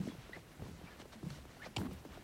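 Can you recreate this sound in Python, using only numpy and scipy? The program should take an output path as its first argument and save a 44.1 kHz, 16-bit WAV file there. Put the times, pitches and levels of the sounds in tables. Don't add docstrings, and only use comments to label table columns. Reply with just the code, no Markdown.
import sys
import numpy as np
from scipy import signal
from scipy.io import wavfile

SR = 44100
rng = np.random.default_rng(int(sys.argv[2]) if len(sys.argv) > 2 else 0)


def unload_wav(signal):
    wavfile.write(
        sys.argv[1],
        SR,
        np.round(np.clip(np.atleast_2d(signal).T, -1, 1) * 32767).astype(np.int16),
    )


def voltage_ratio(decibels):
    exponent = np.asarray(decibels, float) / 20
    return 10 ** exponent


N = 98387


def rms_one(x):
    return x / np.sqrt(np.mean(x ** 2) + 1e-20)


def drift(rate_hz):
    r = np.exp(-80 * np.pi * rate_hz / SR)
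    white = rng.standard_normal(N // 40 + 2002)
    slow = rms_one(signal.lfilter([1], [1, -2 * r, r * r], white)[2000:])
    return np.interp(np.arange(N) / 40, np.arange(len(slow)), slow)


def coloured(white, spectrum, patchy_db):
    out = 0
    edges = 24 * 2 ** np.arange(0, 9.8, .5)
    hz, level = np.transpose(spectrum)
    for k, (low, high) in enumerate(zip(edges, edges[1:])):
        band = signal.sosfilt(signal.butter(2, [low, high], "band", fs=SR, output="sos"), white[k % 2])
        band_db = np.interp(np.log(low * high) / 2, np.log(hz), level)
        out = out + band * voltage_ratio(band_db + patchy_db * drift(15.8))
    return rms_one(out)


def band_split(x, hz, kind):
    return signal.sosfilt(signal.butter(2, hz, kind, fs=SR, output="sos"), x)


def add(out, s, piece):
    i = int(max(s, 0) * SR)
    out[i:i + len(piece)] += piece[:N - i]


# start in seconds, peak level in dB, plank pitch in Hz, t60 in seconds.
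PLANK_KNOCKS = [(.002, -33, 193.5, .16), (0.076, -28, 242, 0.023), (.085, -34.5, 294, 0.026),
                (0.098, -36, 246, 0.037), (.132, -45, 174, 0.14), (0.183, -44.5, 125, 0.11),
                (0.366, -52.5, 185, 0.084), (0.594, -46, 140.6, 0.19), (0.621, -41.5, 199, 0.065),
                (0.658, -45, 131, 0.099), (0.73, -51, 162, 0.13), (0.839, -42, 168, 0.06),
                (1.157, -49.5, 218, 0.18), (1.23, -37, 326, 0.03), (1.237, -38.5, 147, 0.1),
                (1.254, -44, 171, 0.12), (1.266, -35, 176.5, 0.077), (1.294, -44, 178, 0.048),
                (1.308, -42, 153.6, 0.13), (1.329, -45.5, 147, 0.22), (1.687, -50.5, 211, 0.13),
                (1.779, -40, 108.6, 0.2), (1.801, -46, 108, 0.13), (1.814, -35, 198, 0.088),
                (1.828, -38, 306, 0.093), (1.851, -40.5, 256.4, 0.19), (1.863, -39.5, 244, 0.075),
                (1.916, -44, 190, 0.16)]
# ratio to the plank pitch, level in dB.
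PLANK_MODES = [(1, 1.5), (0.89, -10.5), (1.545, -17), (2.47, -15)]


def knocks():
    contact_s = 0.0012
    out, t = np.zeros(N), np.arange(SR // 3) / SR
    chance = rng.standard_normal((len(PLANK_KNOCKS), len(PLANK_MODES), 2))
    for (s, db, hz, t60), draws in zip(PLANK_KNOCKS, chance):
        ringing = 0
        for (ratio, mode_db), (u, v) in zip(PLANK_MODES, draws):
            varies = ratio != 1
            decay = voltage_ratio(mode_db + 1.1 * u * varies - 60 * t * ratio / t60)
            mode_hz = hz * ratio * (1 + 0.03 * v * varies)
            ringing = ringing + decay * np.sin(2 * np.pi * mode_hz * t)
        add(out, s, voltage_ratio(db) * ringing * (1 - np.exp(-t / contact_s)))
    return out


# start in seconds, level in dB, t60 in seconds.
DECK_FOOTFALLS = [
    (0, -49, 0.57),
    (0.594, -50.5, 1.14),
    (1.233, -49.5, 0.78),
    (1.764, -43, 0.88),
    (2.041, -60.5, 2),
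]
# frequency in Hz, level in dB per Hz.
DECK_SPECTRUM = [(60, -20), (110, 3), (170, 0), (280, 0.5), (450, -10.5), (900, -15.5), (2000, -40.5),
                 (4000, -38)]


def deck():
    rise_s, jolts_per_s = 0.0043, 400
    t = np.arange(N) / SR
    shape = 0
    for s, db, t60 in DECK_FOOTFALLS:
        shape = shape + voltage_ratio(db - 60 * np.abs(t - s) / t60) * np.clip((t - s) / rise_s, 0, 1)
    struck = rng.random((2, N)) < jolts_per_s / SR
    jolts = struck * rng.standard_normal((2, N)) + 1e-18
    return shape * coloured(jolts, DECK_SPECTRUM, patchy_db=1.0)


# start in seconds, peak level in dB, final pitch in Hz.
BOARD_TAPS = [(.071, -47, 445), (.119, -45.5, 290), (.148, -45, 300), (.292, -42.5, 298), (.363, -59, 656),
              (.374, -46.5, 542), (.62, -42.5, 365), (.666, -49, 410), (.812, -45, 333), (.998, -40.5, 222),
              (1.02, -44.5, 354), (1.054, -43.5, 327), (1.13, -46, 604), (1.229, -45, 366),
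              (1.304, -50, 493), (1.385, -48.5, 494), (1.452, -42.5, 250), (1.567, -49, 624),
              (1.632, -55, 600), (1.659, -48, 683), (1.668, -41, 250), (1.782, -38.5, 850),
              (1.815, -38, 366), (1.868, -52, 440), (1.91, -43.5, 450), (2.05, -39, 285),
              (2.172, -42.5, 390)]


def taps():
    from_hz, fall_s, t60_s, grit_db = 2100, .0015, .028, -10
    out, t = np.zeros(N), np.arange(SR // 16) / SR
    chance = rng.standard_normal(len(BOARD_TAPS))
    grit = signal.lfilter([.3], [1, -.8], rng.standard_normal((len(BOARD_TAPS), len(t))))
    shape = voltage_ratio(-60 * t / t60_s) * (1 - np.exp(-t / 0.0068)) * 3.37
    for (s, db, end_hz), u, noise in zip(BOARD_TAPS, chance, grit):
        start_hz = from_hz * (1 + 0.19 * u)
        hz = end_hz + (start_hz - end_hz) * np.exp(-t / fall_s)
        tone = np.sin(2 * np.pi * np.cumsum(hz) / SR)
        add(out, s, voltage_ratio(db) * shape * (tone + voltage_ratio(grit_db) * noise))
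    return out


# start in seconds, peak level in dB, pitch in Hz.
JOIST_BOOMS = [
    (.22, -54, 50),
    (0.599, -53, 50.5),
    (0.7, -48.5, 82),
    (1.368, -46.5, 67.7),
    (1.773, -43, 77),
    (1.929, -46, 73),
    (2.08, -55, 73),
    (2.102, -55, 45),
]


def joists():
    rise_s, t60_s = 0.021, 0.27
    out, t = np.zeros(N), np.arange(SR // 2) / SR
    for s, db, hz in JOIST_BOOMS:
        swell = voltage_ratio(db - 60 * t / t60_s) * (1 - np.exp(-t / rise_s))
        add(out, s, swell * 2 * np.sin(2 * np.pi * hz * t))
    return out


# start in seconds, peak level in dB, pitch in Hz,
# cycles to fall by 60 dB.
SPOT_PINGS = [(0, -35.5, 161, 11), (.033, -38.5, 152, 16), (0.055, -35, 236, 10), (.07, -41, 645, 13),
              (.076, -40, 336, 7.4), (.086, -41.5, 1870, 14), (.118, -47, 990, 18), (.365, -43, 355, 14),
              (.372, -42, 693, 15), (.505, -49, 330, 12), (.596, -49, 830, 16), (.606, -47, 328, 11),
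              (0.619, -36, 96, 8), (.621, -48, 650, 14), (.64, -47, 414, 16), (.664, -46, 1010, 14),
              (.685, -50, 480, 12), (0.985, -56, 450, 3.7), (1, -40, 514, 5.4), (1.003, -47, 3350, 22),
              (1.007, -58.1, 5240, 30.1), (1.008, -53, 2700, 20.1), (1.017, -44, 2970, 22),
              (1.018, -49, 5700, 33), (1.304, -44, 4430, 48), (1.306, -48, 3290, 35),
              (1.304, -55, 1280, 14.1), (1.567, -52, 676, 12.1), (1.632, -47, 620, 11),
              (1.645, -51, 900, 10), (1.657, -46, 800, 14), (1.664, -37, 614, 13), (1.765, -35, 895, 5.8),
              (1.7645, -43, 5590, 25.1), (1.769, -26.5, 2930, 25), (1.7682, -37.5, 713, 13),
              (1.769, -46, 910, 11), (1.772, -38, 147, 8), (1.783, -46, 3210, 33), (1.788, -46, 197, 13),
              (1.8, -41, 710, 12), (1.816, -41.5, 1560, 16), (1.868, -42.5, 1150, 16),
              (1.873, -45, 190, 17), (1.881, -38.5, 73, 9.6), (1.912, -45.5, 930, 13),
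              (2.053, -57, 1050, 11), (2.174, -43, 730, 17)]


def pings():
    out, t = np.zeros(N), np.arange(SR // 5) / SR
    for s, db, hz, cycles in SPOT_PINGS:
        shape = voltage_ratio(db - 60 * t * hz / cycles) * (1 - np.exp(-t * hz / 0.22))
        add(out, s, shape * np.sin(2 * np.pi * hz * t))
    return out


# start in seconds, length in seconds, level in dB.
GRIT_CRUNCHES = [
    (1.7623, 0.0029, -33),
    (1.7659, 0.0043, -36.5),
    (1.775, 0.0074, -50),
    (1.784, 0.0023, -58),
    (1.798, 0.0037, -73),
    (1.811, .003, -60),
]
# frequency in Hz, width in Hz, level in dB.
GRIT_RESONANCES = [(776, 87, -2), (1500, 570, -12.5), (2190, 300, -5.5), (2930, 340, 0), (3700, 1600, -1.5),
                   (5390, 900, -4), (7150, 600, -9.5), (8980, 1200, -12.5), (12800, 8700, -26)]


def crunch():
    t = np.arange(N) / SR
    shape = 0
    for s, length, db in GRIT_CRUNCHES:
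        decay = voltage_ratio(-60 * np.maximum(t - s - length, 0) / 0.013)
        shape = shape + voltage_ratio(db) * np.clip((t - s) / 0.0021, 0, 1) * decay
    cracks = shape * rng.standard_normal(N) * voltage_ratio(2.47 * rng.exponential(1, N)) + 1e-18
    out = 0
    for k, (hz, width_hz, db) in enumerate(GRIT_RESONANCES):
        r = np.exp(-np.pi * width_hz / SR)
        gain = (-1) ** k * voltage_ratio(db) * (1 - r * r) / 2 * np.sqrt(SR / 4 / width_hz)
        poles = [1, -2 * r * np.cos(2 * np.pi * hz / SR), r * r]
        out = out + signal.lfilter([gain, 0, -gain], poles, cracks)
    return voltage_ratio(-6.5) * out


# peak time in seconds, level in dB, length in seconds.
BRIGHT_TICKS = [
    (1.287, -64, .002),
    (1.767, -69, 0.0046),
    (1.8, -62, 0.016),
    (1.819, -61, 0.0024),
    (1.85, -65.5, 0.013),
    (1.934, -62.5, 0.0058),
]


def ticks():
    t = np.arange(N) / SR
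    shape = sum(voltage_ratio(db) * np.exp(-((t - s) / length) ** 2) for s, db, length in BRIGHT_TICKS)
    crackle = rng.standard_normal(N) * voltage_ratio(1.8 * rng.exponential(1, N))
    high_pass = signal.butter(4, 8540, "high", fs=SR, output="sos")
    return shape * rms_one(signal.sosfilt(high_pass, crackle))


# peak time in seconds, level in dB, rise in seconds, fall in seconds,
# extra brightness in dB.
CLOTH_SWISHES = [(.09, -66, 0.11, 0.032, 11.5), (.2, -62.5, 0.1, 0.18, -2), (.365, -59.5, 0.03, 0.03, -6),
                 (.52, -65.5, 0.0093, 0.023, -27), (.66, -76, 0.034, 0.13, 17),
                 (0.901, -59, 0.087, 0.081, -33), (1.01, -60.5, 0.026, 0.02, 5.5),
                 (1.127, -60.5, 0.0063, 0.036, 4.5), (1.304, -59.5, 0.0034, 0.0045, -1),
                 (1.349, -64.5, 0.092, 0.043, 11), (1.519, -64.5, 0.044, 0.11, 3),
                 (1.661, -53.5, 0.038, 0.02, -6), (1.791, -63.5, 0.0062, 0.027, 12.5),
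                 (1.862, -54, 0.025, 0.013, -15), (1.92, -67, 0.019, 0.079, 6.5),
                 (2.139, -59.5, 0.051, 0.07, -4.5)]
# frequency in Hz, level in dB per Hz.
CLOTH_SPECTRUM = [(290, -75), (500, 14.5), (698, -4), (1060, 1.5), (2460, -4.5), (8930, -19), (15000, -42),
                  (15900, -31)]


def swishes():
    bright_hz = 4270
    t = np.arange(N) / SR
    grainy = rng.standard_normal((2, N)) * voltage_ratio(0.62 * drift(150))
    cloth = coloured(grainy, CLOTH_SPECTRUM, patchy_db=2.0)
    dull_shape, bright_shape = 0, 0
    for s, db, rise, fall, bright_db in CLOTH_SWISHES:
        bump = voltage_ratio(db) * np.exp(-((t - s) / np.where(t < s, rise, fall)) ** 2)
        dull_shape = dull_shape + bump
        bright_shape = bright_shape + bump * voltage_ratio(bright_db)
    dull = band_split(cloth, bright_hz, "low")
    bright = band_split(cloth, bright_hz, "high")
    return dull_shape * dull - bright_shape * bright


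# start in seconds, length in seconds, level in dB, start pitch in Hz, end pitch in Hz.
CLOTH_WHISTLES = [(0.093, 0.058, -66, 3390, 3350), (0.322, 0.0089, -60, 1481, 1851),
                  (0.3313, 0.022, -47.5, 1934, 2040), (0.3567, 0.0051, -50, 2130, 2150),
                  (0.362, .0061, -50, 2151, 1490), (0.517, 0.022, -69, 1901, 1560),
                  (0.871, 0.029, -60.5, 2320, 2400), (0.902, 0.044, -62, 1760, 1681),
                  (1.6, 0.025, -58, 1410, 1550), (1.6183, 0.014, -48, 1641, 1945),
                  (1.631, 0.01, -52.5, 2010, 2301), (1.6424, 0.012, -52.5, 1920, 2001),
                  (1.658, .0091, -53.5, 2440, 2401)]


def whistles():
    width_hz, steady, attack_s = 160, 2.2, 0.0012
    out, r = np.zeros(N), np.exp(-np.pi * width_hz / SR)
    white = rng.standard_normal((len(CLOTH_WHISTLES), 2, SR // 5))
    noise = signal.lfilter([1], [1, -2 * r, r * r], white)[:, :, SR // 10:]
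    for (s, length, db, from_hz, to_hz), (a, b) in zip(CLOTH_WHISTLES, noise):
        n = int(length * SR)
        phase = 2 * np.pi * np.cumsum(np.linspace(from_hz, to_hz, n)) / SR
        in_phase = (steady + rms_one(a)[:n]) * np.cos(phase)
        rough = rms_one(b)[:n] * (np.sin(phase) + 0.43 * np.cos(2 * phase))
        attack = np.clip(np.arange(n) / SR / attack_s, 0, 1)
        fade = (1 - np.arange(n) / n) ** 0.31
        add(out, s, voltage_ratio(db) * rms_one(in_phase + rough) * attack * fade)
    return out


# frequency in Hz, level in dB per Hz.
AIR_SPECTRUM = [(15, -35), (25, 2), (59, 3), (190, 0.5), (1190, -14), (1480, -12.5), (2750, -18),
                (14700, -30), (15900, -35)]


def open_air():
    air = coloured(rng.standard_normal((2, N)), AIR_SPECTRUM, patchy_db=1.22)
    return voltage_ratio(-57.5 + 0.09 * drift(22.0)) * air


def scene():
    footsteps = knocks() + deck() + taps() + joists() + pings()
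    grit = crunch() + ticks()
    trousers = swishes() + whistles()
    return (footsteps + grit + trousers + open_air())[None]


def low_pass(x):
    return signal.sosfilt(signal.butter(12, 15830, fs=SR, output="sos"), x)


def record(dry):
    top = signal.cheby2(16, 60, 16600, fs=SR, output="sos")
    bass = signal.butter(4, 29, "high", fs=SR, output="sos")
    mix = signal.sosfilt(np.vstack([top, bass]), dry)
    return low_pass(mix)


dry = scene()
out = record(dry)
unload_wav(out)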